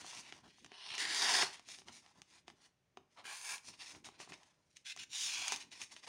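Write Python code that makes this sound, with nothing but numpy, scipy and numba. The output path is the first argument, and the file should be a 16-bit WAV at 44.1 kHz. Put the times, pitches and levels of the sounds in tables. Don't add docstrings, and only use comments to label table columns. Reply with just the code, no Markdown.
import sys
import numpy as np
from scipy import signal
from scipy.fft import rfft, irfft
from scipy.io import wavfile
from scipy.ndimage import uniform_filter1d
from numba import njit

SR = 44100
rng = np.random.default_rng(int(sys.argv[2]) if len(sys.argv) > 2 else 0)


def to_wav(sig):
    pcm = np.clip(np.atleast_2d(sig), -1, 1) * 32767
    pcm = np.round(pcm).astype(np.int16)
    wavfile.write(sys.argv[1], SR, pcm.T)


N = 268128
TIME = np.arange(N) / SR
CLOCK = TIME[::32]


# frequency in Hz, level in dB.
AIR_COLOUR = [(18, -43), (30, -4.5), (183, 2.5), (244, -10), (286, -8), (496, -5), (611, -3.5),
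              (661, -12.5), (1610, -12.5), (2040, -12.5), (2900, -15.5), (4000, -19), (5200, -20),
              (5820, -19), (7970, -26.5), (15800, -37)]
AIR_DB = -81.5
ROOM_T60_S, ROOM_DB = 0.34, -12.5
NEAR_PATHS = [(.24, -.2), (.39, .2), (.72, .17)]

# time of the peak in seconds, level in dB.
BULGES = [(0.03, -66.5), (0.18, -64), (0.35, -67.5), (0.46, -66.5), (0.65, -67), (0.92, -69), (1.03, -88),
          (1.1, -73.5), (1.3, -63), (1.45, -60.5), (1.62, -80), (1.73, -71), (1.89, -69), (2.01, -75.5),
          (2.19, -70), (2.502, -70), (2.992, -72), (3.21, -72.5), (3.31, -73), (3.54, -72), (3.7, -66.5),
          (3.97, -66), (4.08, -64), (4.212, -66.5), (4.321, -63), (5.0, -70), (5.1, -74.5), (5.25, -71.5),
          (5.4, -68.5), (5.538, -60), (5.66, -70), (5.82, -74), (5.94, -72)]
BULGE_S = 0.041
FLEX_DB, FLEX_SLOPE, HISS_REF_DB = -75.5, 0.34, -55
# frequency in Hz, level in dB.
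FLEX_COLOUR = [(25, -34.5), (45, -20.5), (70, -3.5), (110, 0.5), (170, -0.5), (250, 1.5), (330, 0.5),
               (430, -9), (540, -12), (800, -41.5)]

# time of full contact in seconds, attack in seconds,
# hold in seconds, hiss in dB, drumming in dB relative to the hiss, sizzle in dB relative to the hiss.
SLIDES = [(0.0, .01, 0.011, -54.5, -7, -1.5), (0.085, 0.11, 0.11, -53, -8.5, -0.5),
          (0.278, 0.075, 0.015, -57, -7.5, -4.5), (0.33, 0.0084, 0.056, -66.5, -1, -1),
          (0.45, 0.03, 0.014, -67, 3, -5), (0.48, 0.043, 0.17, -70.5, -22, -4.5),
          (1.54, .04, 0.015, -53.5, -13, -3), (1.63, 0.022, 0.045, -71, -27, -3),
          (1.7, 0.044, 0.051, -56, -12.5, 2.5), (1.785, 0.027, 0.019, -64, -8.5, 3.5),
          (1.888, 0.038, 0.0043, -61, 0.5, 0), (1.94, 0.059, .04, -61.5, -11.5, 3.5),
          (2.03, 0.025, 0.085, -73, -1, 0), (2.175, 0.053, .015, -72, 2.5, -1),
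          (2.315, 0.072, 0.071, -69, -7.5, 0.5), (2.485, 0.026, 0.011, -67.5, -6, -2.5),
          (2.625, 0.094, 0.037, -72, -3.5, 2.5), (3.125, 0.041, .04, -77.5, -5.5, -2.5),
          (3.188, 0.036, 0.011, -61, 4.5, -8.5), (3.685, 0.063, 0.01, -56, -8.5, 5.5),
          (3.735, 0.027, 0.0065, -64, -4, 0.5), (3.808, 0.04, .11, -55, -12, 0),
          (3.945, 0.039, 0.028, -65, -0.5, 1.5), (4.053, 0.015, 0.012, -53.5, -5.5, 1),
          (4.095, .02, 0.19, -72, -4.5, -8), (4.209, 0.025, 0.0083, -54.5, -5.5, 1),
          (4.298, .02, 0.0065, -59, -4.5, -2.5), (4.332, 0.0076, 0.0057, -55, -7, -4),
          (4.38, .02, 0.06, -76, 2.5, 0), (4.46, 0.018, 0.055, -77, -2.5, -0.5),
          (4.54, .03, 0.14, -89, 0.5, 3), (4.715, 0.042, .085, -85, -16, 5),
          (4.765, .01, 0.0017, -66.5, -20, 4), (5.605, 0.014, 0.0097, -53, -12, -1.5),
          (5.725, 0.021, 0.0068, -50.5, -19, -4), (5.76, 0.025, 0.06, -57, -12, -2.5),
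          (5.82, 0.019, 0.013, -54, -15, 3.5), (5.923, 0.035, 0.0033, -55, -11, -0.5),
          (5.97, .015, 0.02, -64, -12, -1), (6.037, 0.021, 0.0095, -59, -9.5, -2.5),
          (6.075, 0.017, .02, -50.5, -6, -7)]
# frequency in Hz, level in dB.
SLIDE_COLOUR = [(240, -41.5), (400, -13.5), (544, -7.5), (824, -8.5), (1550, -3), (2070, 1.5), (3000, 3.5),
                (3490, 2.5), (5800, 1.5), (8010, -4.5), (9350, -3), (11400, -20.5), (13500, -27),
                (14800, -22), (15800, -28)]
SLIDE_RING_HZ = (1120, 1900, 2610, 4260, 5600, 6330)

# time in seconds, crack energy in dB, thump energy in dB,
# brightness (above 0 favours the treble).
SNAPS = [(0.0456, -37, -25, -2), (0.3244, -17, -28.5, -11.5), (0.584, -51, -41.5, 14),
         (0.646, -24, -35.5, 1), (0.6624, -27, -38.5, 1), (0.7184, -24.5, -28.5, -18),
         (0.9393, -21, -30.5, -12), (0.952, -16.5, -31, 8), (0.981, -8, -25, -0.5), (0.9982, -16, -37, -1),
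         (1.4246, 0, -27, -27), (1.431, -17, -9.5, -4.5), (1.5956, -27.5, -33.5, 9),
         (1.6877, -21.5, -34.5, 4), (1.7872, -25.5, -37, -4), (1.8185, -33, -35.5, -11),
         (1.8844, -20, -33.5, -4), (2.063, -32, -40, -5), (2.2187, -23.5, -39, 10),
         (2.4809, -22.5, -27, -7), (2.501, -28.5, -33.5, -4), (2.9727, -25.5, -23.5, -8),
         (3.254, -23.5, -38.5, -26), (3.5814, -23.5, -56, 14), (3.829, -32, -39, -7), (3.9065, -30, -55, 7),
         (3.9491, -27, -38, -21), (4.0454, -25, -41, -2), (4.088, -29, -27.5, 3), (4.2016, -22.5, -25, -13),
         (4.2756, -48, -32, -7), (4.3216, -19.5, -28, -19), (4.433, -33, -47, 4), (4.769, -23.5, -67, 11),
         (4.9639, -23.5, -31, 15), (4.975, -20, -43, -5), (5.394, -19, -42, 8), (5.4815, -5.5, -36, 13),
         (5.5219, -4.5, -13, 6), (5.5287, -14, -35, 6), (5.5617, -13, -45, 14), (5.8168, -14, -32, 6),
         (5.965, -21, -36, 0)]
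# frequency in Hz, level in dB, time to fade by 60 dB in seconds.
SHEET_MODES = [(246, -9.5, 0.029), (367, -4.5, 0.052), (470, -9.5, 0.015), (670, -6, 0.007), (750, 1, .022),
               (900, -7.5, .012), (1030, -4, 0.016), (1170, -6.5, .014)]
# frequency in Hz, level in dB.
CRACK_COLOUR = [(300, -21.5), (900, -11.5), (1800, 3.5), (3000, 6), (4300, -1.5), (6200, 2), (7800, -9),
                (9300, -12.5), (12000, -32), (16000, -32.5)]

# time in seconds, hiss in dB,
# drumming in dB relative to the hiss, sizzle in dB relative to the hiss.
SKID = [(3.255, -51, -7, -8), (3.317, -49, -2.5, -4), (3.395, -57, -6.5, 2), (3.515, -46.5, -6, -0.5),
        (3.555, -49.5, -3.5, -0.5)]
# frequency in Hz, level in dB.
SKID_COLOUR = [(240, -44), (400, -10), (536, -14), (1020, -4), (1290, -3), (1650, 7), (1950, -3.5),
               (2310, 7), (3040, 1), (3290, 0), (6460, -6.5), (8260, -9), (9200, -3), (10200, -13),
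               (15800, -26)]
SKID_RING_HZ = (1000, 2350, 4600, 6500)

NICKS = [(4.868, 0.026, 0.056, -48.5, -26.5, -5), (4.992, 0.011, 0.047, -51.5, -21.5, -4)]
SECOND_CUT = [(5.152, -46.5, -21.5, 1.5), (5.25, -45.5, -20.5, 4.8), (5.37, -44, -15, -3),
              (5.535, -44.5, -7, -1.3)]
# frequency in Hz, level in dB.
SECOND_COLOUR = [(240, -62), (400, -35), (587, -21.5), (751, -11.5), (1310, -11), (1550, -3.5),
                 (1890, -8.5), (2070, -2.5), (3290, -1), (7090, -8), (8010, -18), (8650, -12.5),
                 (10100, -17.5), (12300, -31.5), (15800, -31)]
SECOND_RING_HZ = (1130, 2320, 3080, 4950, 6270)

BITE = [(0.75, -59.5, -6, -10.5), (0.9, -50.5, -12.5, -7), (0.95, -48.5, -8.5, -6.5)]
# frequency in Hz, level in dB.
BITE_COLOUR = [(240, -41.5), (400, -15.5), (519, -28.5), (615, -16), (961, -15.5), (1480, -10.5),
               (2100, -4.5), (2530, -2.5), (3040, 1.5), (4610, -3), (5460, -3), (7310, -25), (9350, -13),
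               (12000, -41.5), (15800, -46)]
BITE_RING_HZ = (1020, 2990, 4030, 5820)

FIRST_CUT = [(1.0, -39, -17.5, -2.5), (1.078, -41.5, -12, -8), (1.13, -39.5, -13.5, -3),
             (1.194, -41, -5.5, 2), (1.266, -35.5, -5.5, -2.5), (1.42, -35.5, -4, 0)]
# frequency in Hz, level in dB.
FIRST_COLOUR = [(240, -33.5), (400, -14), (519, -17.5), (740, -8.5), (1370, -4.5), (1650, -1), (2010, -1),
                (2860, -3.5), (3290, -2.5), (5210, -3), (6660, -9), (7770, -13.5), (9490, -11.5),
                (12100, -30), (15800, -34)]
FIRST_RING_HZ = (1641, 3200, 4400, 5100, 6300)
# frequency in Hz, level in dB.
SKIN_COLOUR = [(60, -34), (130, -15.5), (220, -7.5), (330, 0), (400, -2.5), (500, -13.5), (800, -36)]

# frequency in Hz, width in Hz, boost or cut in dB.
PORT = [(538, 62, -5.5), (755, 190, 2), (1450, 140, -1.5), (6460, 470, 2), (8090, 1000, -1.5),
        (9050, 1100, 3.5), (13500, 2200, -5.5), (14830, 920, 5.5)]
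TOP_HZ = 15850


def undb(db):
    return np.exp(np.asarray(db) * (np.log(10) / 20))


def unit(x):
    return x / np.sqrt(np.mean(x ** 2))


def burst(x):
    return x / np.sqrt(np.sum(x ** 2))


def curves(rows):
    s, *columns = np.transpose(rows)
    return [uniform_filter1d(np.interp(TIME, s, column), size=130) for column in columns]


def response(points, size=2048):
    hz, db = np.transpose(points)
    bins = np.maximum(np.arange(size // 2 + 1) * SR / size, 1)
    level_db = np.interp(np.log(bins), np.log(hz), db)
    cepstrum = irfft(np.log(undb(level_db)))
    cepstrum[1:size // 2] *= 2
    cepstrum[size // 2 + 1:] = 0
    return irfft(np.exp(rfft(cepstrum)))


def colour(x, points):
    return signal.fftconvolve(x, response(points))[:len(x)]


def highpass(x, hz):
    return signal.sosfilt(signal.butter(2, hz, "highpass", fs=SR, output="sos"), x)


def registers(x):
    hz = np.arange(len(x) // 2 + 1) * SR / len(x)
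    spectrum = rfft(x)
    low, below_top = (1 / (1 + (hz / edge_hz) ** 8) for edge_hz in (1400, 4500))
    shares = (low, below_top - low, 1 - below_top)
    return [unit(irfft(spectrum * share, len(x))) for share in shares]


def walk(rate):
    hold = max(int(SR / rate), 2)
    steps = np.repeat(rng.standard_normal(N // hold + 1), hold)
    return unit(uniform_filter1d(steps, hold)[:N])


@njit
def resonance(x, hz, damping):
    y, band, low = np.empty(len(x)), 0., 0.
    for i in range(len(x)):
        g = np.tan(np.pi * hz[i] / SR)
        v = (band + g * (x[i] - low)) / (1 + g * (g + damping))
        band, low, y[i] = 2 * v - band, low + 2 * g * v, damping * v
    return y


def fibres(per_second, spread_db, rub, catch_db, catch_rate):
    breaks = rng.random(N) < per_second / SR
    sizes = undb(spread_db * np.minimum(rng.exponential(size=N), 5)) * rng.choice([-1, 1], N)
    rubbing = rub * rng.standard_normal(N)
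    return (unit(breaks * sizes) + rubbing) * undb(catch_db * walk(catch_rate))


def bent(force, ring_hz, ring, width_hz, wander, tension=1):
    sound = force
    for hz in ring_hz:
        centre_hz = np.minimum(hz * tension * np.exp(wander * walk(12)), SR / 3)
        damping = float(width_hz / np.sqrt(3000 * hz))
        sound = sound + ring * resonance(force, centre_hz, damping)
    out = sound
    for metres, gain in NEAR_PATHS:
        delay_s = (metres + .025 * walk(7)) / 343
        out = out + gain * np.interp(TIME - delay_s, TIME, sound)
    return out


def radiate(force, gains, points, hiss_db, drum_db, sizzle_db, flutter_db):
    bands = registers(highpass(colour(force, points), 180))
    out = 0
    for band, gain, db in zip(bands, gains, (drum_db, hiss_db, sizzle_db)):
        out = out + band * gain * undb(db + flutter_db * walk(60))
    return out


def gate(start_s, end_s, attack_s, release_s):
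    pressing = np.clip(1 + (CLOCK - start_s) / attack_s, 0, 1)
    fading = np.minimum(np.maximum(CLOCK - end_s, 0) / release_s, 20)
    return pressing * np.sqrt(pressing) * np.exp(-fading)


def stroke(rows, attack_s, release_s):
    hiss_db, drum_db, sizzle_db = curves(rows)
    contact = np.interp(TIME, CLOCK, gate(rows[0][0], rows[-1][0], attack_s, release_s))
    return undb([hiss_db + drum_db, hiss_db, hiss_db + sizzle_db]) * contact


def touches(rows, release_s):
    power = 0
    for s, attack_s, hold_s, db, drum_db, sizzle_db in rows:
        gains = undb([db + drum_db, db, db + sizzle_db])
        power = power + np.outer(gains ** 2, gate(s, s + hold_s, attack_s, release_s) ** 2)
    return np.array([np.interp(TIME, CLOCK, band) for band in np.sqrt(power)])


def slit(rows, octaves_per_s):
    start_s, end_s = rows[0][0], rows[-1][0]
    return 2 ** (octaves_per_s * (end_s - np.clip(TIME, start_s, end_s)))


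def still_air():
    return unit(colour(rng.standard_normal(N), AIR_COLOUR)) * undb(AIR_DB)


def room(x):
    t = np.arange(SR // 2) / SR
    fade = np.exp(-np.log(1000) * t / ROOM_T60_S)
    build_up = np.clip(t / 0.0035, 0, 1) ** 2
    tail = rng.standard_normal(len(t)) * fade * build_up
    dull = signal.sosfilt(signal.butter(1, 3000, fs=SR, output="sos"), tail)
    tail = dull + (tail - dull) * np.exp(-t / 0.13)
    return x + undb(ROOM_DB) * signal.fftconvolve(x, burst(tail))[:N]


def flex(hiss):
    force = fibres(per_second=240, spread_db=3.0, rub=0.89, catch_db=1.5, catch_rate=35)
    moving = undb(FLEX_DB) * (hiss / undb(HISS_REF_DB)) ** FLEX_SLOPE
    bulges = sum(undb(db) * np.exp(-((CLOCK - s) / BULGE_S) ** 2) for s, db in BULGES)
    bulging = np.interp(TIME, CLOCK, bulges)
    return unit(colour(force, FLEX_COLOUR)) * np.hypot(moving, bulging)


def slides(gains):
    force = fibres(per_second=1400, spread_db=2.0, rub=1.0, catch_db=1.42, catch_rate=110)
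    creases = fibres(per_second=82, spread_db=3.0, rub=0, catch_db=6.0, catch_rate=16)
    sound = bent(force + 0.15 * creases, SLIDE_RING_HZ, ring=0.4, width_hz=1000, wander=.09)
    return radiate(sound, gains, SLIDE_COLOUR, hiss_db=-2.0, drum_db=-0.5, sizzle_db=-2.5, flutter_db=1.34)


def snaps(crack_db, thump_db, crinkle, crinkle_s, build_s, size=6000):
    lead = 300
    out = np.zeros(N + size)
    t = (np.arange(size) - lead) / SR
    hz, mode_db, t60 = np.transpose(SHEET_MODES)[:, :, None]
    swell = np.exp(-abs(t) / np.where(t < 0, build_s, crinkle_s))
    for s, crack, thump, bright in SNAPS:
        push = crinkle * burst(rng.standard_normal(size) ** 3 * swell)
        push[lead] += 1
        tilted = [(f, db + bright * np.clip(0.43 * np.log2(f / 4500), -.6, .6)) for f, db in CRACK_COLOUR]
        detune = 1 + 0.065 * rng.standard_normal(hz.shape)
        struck_db = mode_db + 0.52 * bright * np.log2(hz / hz.mean())
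        fade = undb(struck_db - 60 * abs(t) / t60)
        ring = np.sum(fade * np.cos(2 * np.pi * hz * detune * t), axis=0)
        ring = colour(ring * (t >= 0), [(60, -20), (200, -6.5), (1200, 0), (2500, -18), (6000, -34.5)])
        start = int(s * SR) - lead
        out[start:start + size] += undb(crack + crack_db) * burst(colour(push, tilted))
        out[start:start + size] += undb(thump + thump_db) * burst(ring)
    return highpass(out[:N], 130)


def skid(gains):
    force = fibres(per_second=6200, spread_db=1.5, rub=0.66, catch_db=1.26, catch_rate=230)
    sound = bent(force, SKID_RING_HZ, ring=0.76, width_hz=920, wander=0.044)
    return radiate(sound, gains, SKID_COLOUR, hiss_db=-2.5, drum_db=-3.0, sizzle_db=-0.5, flutter_db=0.1)


def second_cut(cutting, nicking):
    force = fibres(per_second=3500, spread_db=3.0, rub=0.97, catch_db=0.9, catch_rate=180)
    tension = slit(SECOND_CUT, octaves_per_s=0.68)
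    sound = bent(force, SECOND_RING_HZ, ring=0.82, width_hz=400, wander=0.063, tension=tension)
    rasp = radiate(sound, cutting + nicking, SECOND_COLOUR,
                   hiss_db=-1.9, drum_db=-1.5, sizzle_db=-1.3, flutter_db=0.56)
    skin_db = -35
    return rasp + unit(colour(force, SKIN_COLOUR)) * cutting[1] * undb(skin_db)


def slips(per_second, from_s, ring_hz, damping, length_s):
    chance = rng.uniform(-1, 1, (32, 2))
    times = from_s + (np.arange(len(chance)) + .35 * chance[:, 0]) / per_second
    bursts = sum(undb(2 * size) * np.exp(-((CLOCK - s) / length_s) ** 2)
                 for s, size in zip(times, chance[:, 1]))
    rasp = resonance(rng.standard_normal(N), np.full(N, float(ring_hz)), float(damping))
    rasp = colour(rasp, [(500, -3.0), (2000, 3), (6000, -7.5), (7500, 0), (12000, -16.5)])
    return np.interp(TIME, CLOCK, bursts) * unit(rasp)


def bite(gains):
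    force = fibres(per_second=2800, spread_db=1.5, rub=0.56, catch_db=0.9, catch_rate=310)
    sound = bent(force, BITE_RING_HZ, ring=0.67, width_hz=410, wander=.03)
    drag = radiate(sound, gains, BITE_COLOUR, hiss_db=-1.5, drum_db=-1, sizzle_db=1, flutter_db=1.0)
    chatter = slips(per_second=65, from_s=.89, ring_hz=3165, damping=.21, length_s=0.0029)
    slip_db = 4
    return drag + gains[1] * undb(slip_db) * chatter


def first_cut(gains):
    force = fibres(per_second=5000, spread_db=2.0, rub=0.47, catch_db=0.93, catch_rate=260)
    tension = slit(FIRST_CUT, octaves_per_s=0.63)
    sound = bent(force, FIRST_RING_HZ, ring=0.6, width_hz=580, wander=0.09, tension=tension)
    rasp = radiate(sound, gains, FIRST_COLOUR, hiss_db=-1.0, drum_db=-1.5, sizzle_db=-1.0, flutter_db=0.4)
    skin_db = -21
    return rasp + unit(colour(force, SKIN_COLOUR)) * gains[1] * undb(skin_db)


def scene():
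    sliding = touches(SLIDES, release_s=0.018)
    skidding = stroke(SKID, attack_s=0.021, release_s=0.015)
    nicking = touches(NICKS, release_s=0.0052)
    second = stroke(SECOND_CUT, attack_s=0.064, release_s=0.033)
    pressing = stroke(BITE, attack_s=0.092, release_s=0.066)
    first = stroke(FIRST_CUT, attack_s=0.025, release_s=0.031)

    paper = flex(sliding[1]) + slides(sliding)
    paper = paper + snaps(crack_db=-6.0, thump_db=-2.5, crinkle=1.0, crinkle_s=0.0049, build_s=0.0011)
    knife = skid(skidding) + second_cut(second, nicking) + bite(pressing) + first_cut(first)
    return (room(paper + knife) + still_air())[None]


def record(dry):
    for hz, width_hz, db in PORT:
        band = signal.lfilter(*signal.iirpeak(min(hz, SR / 2 - 1), hz / width_hz, fs=SR), dry)
        dry = dry + (undb(db) - 1) * band
    return signal.sosfilt(signal.ellip(10, .2, 70, TOP_HZ, fs=SR, output="sos"), dry)


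dry = scene()
out = record(dry)
to_wav(out)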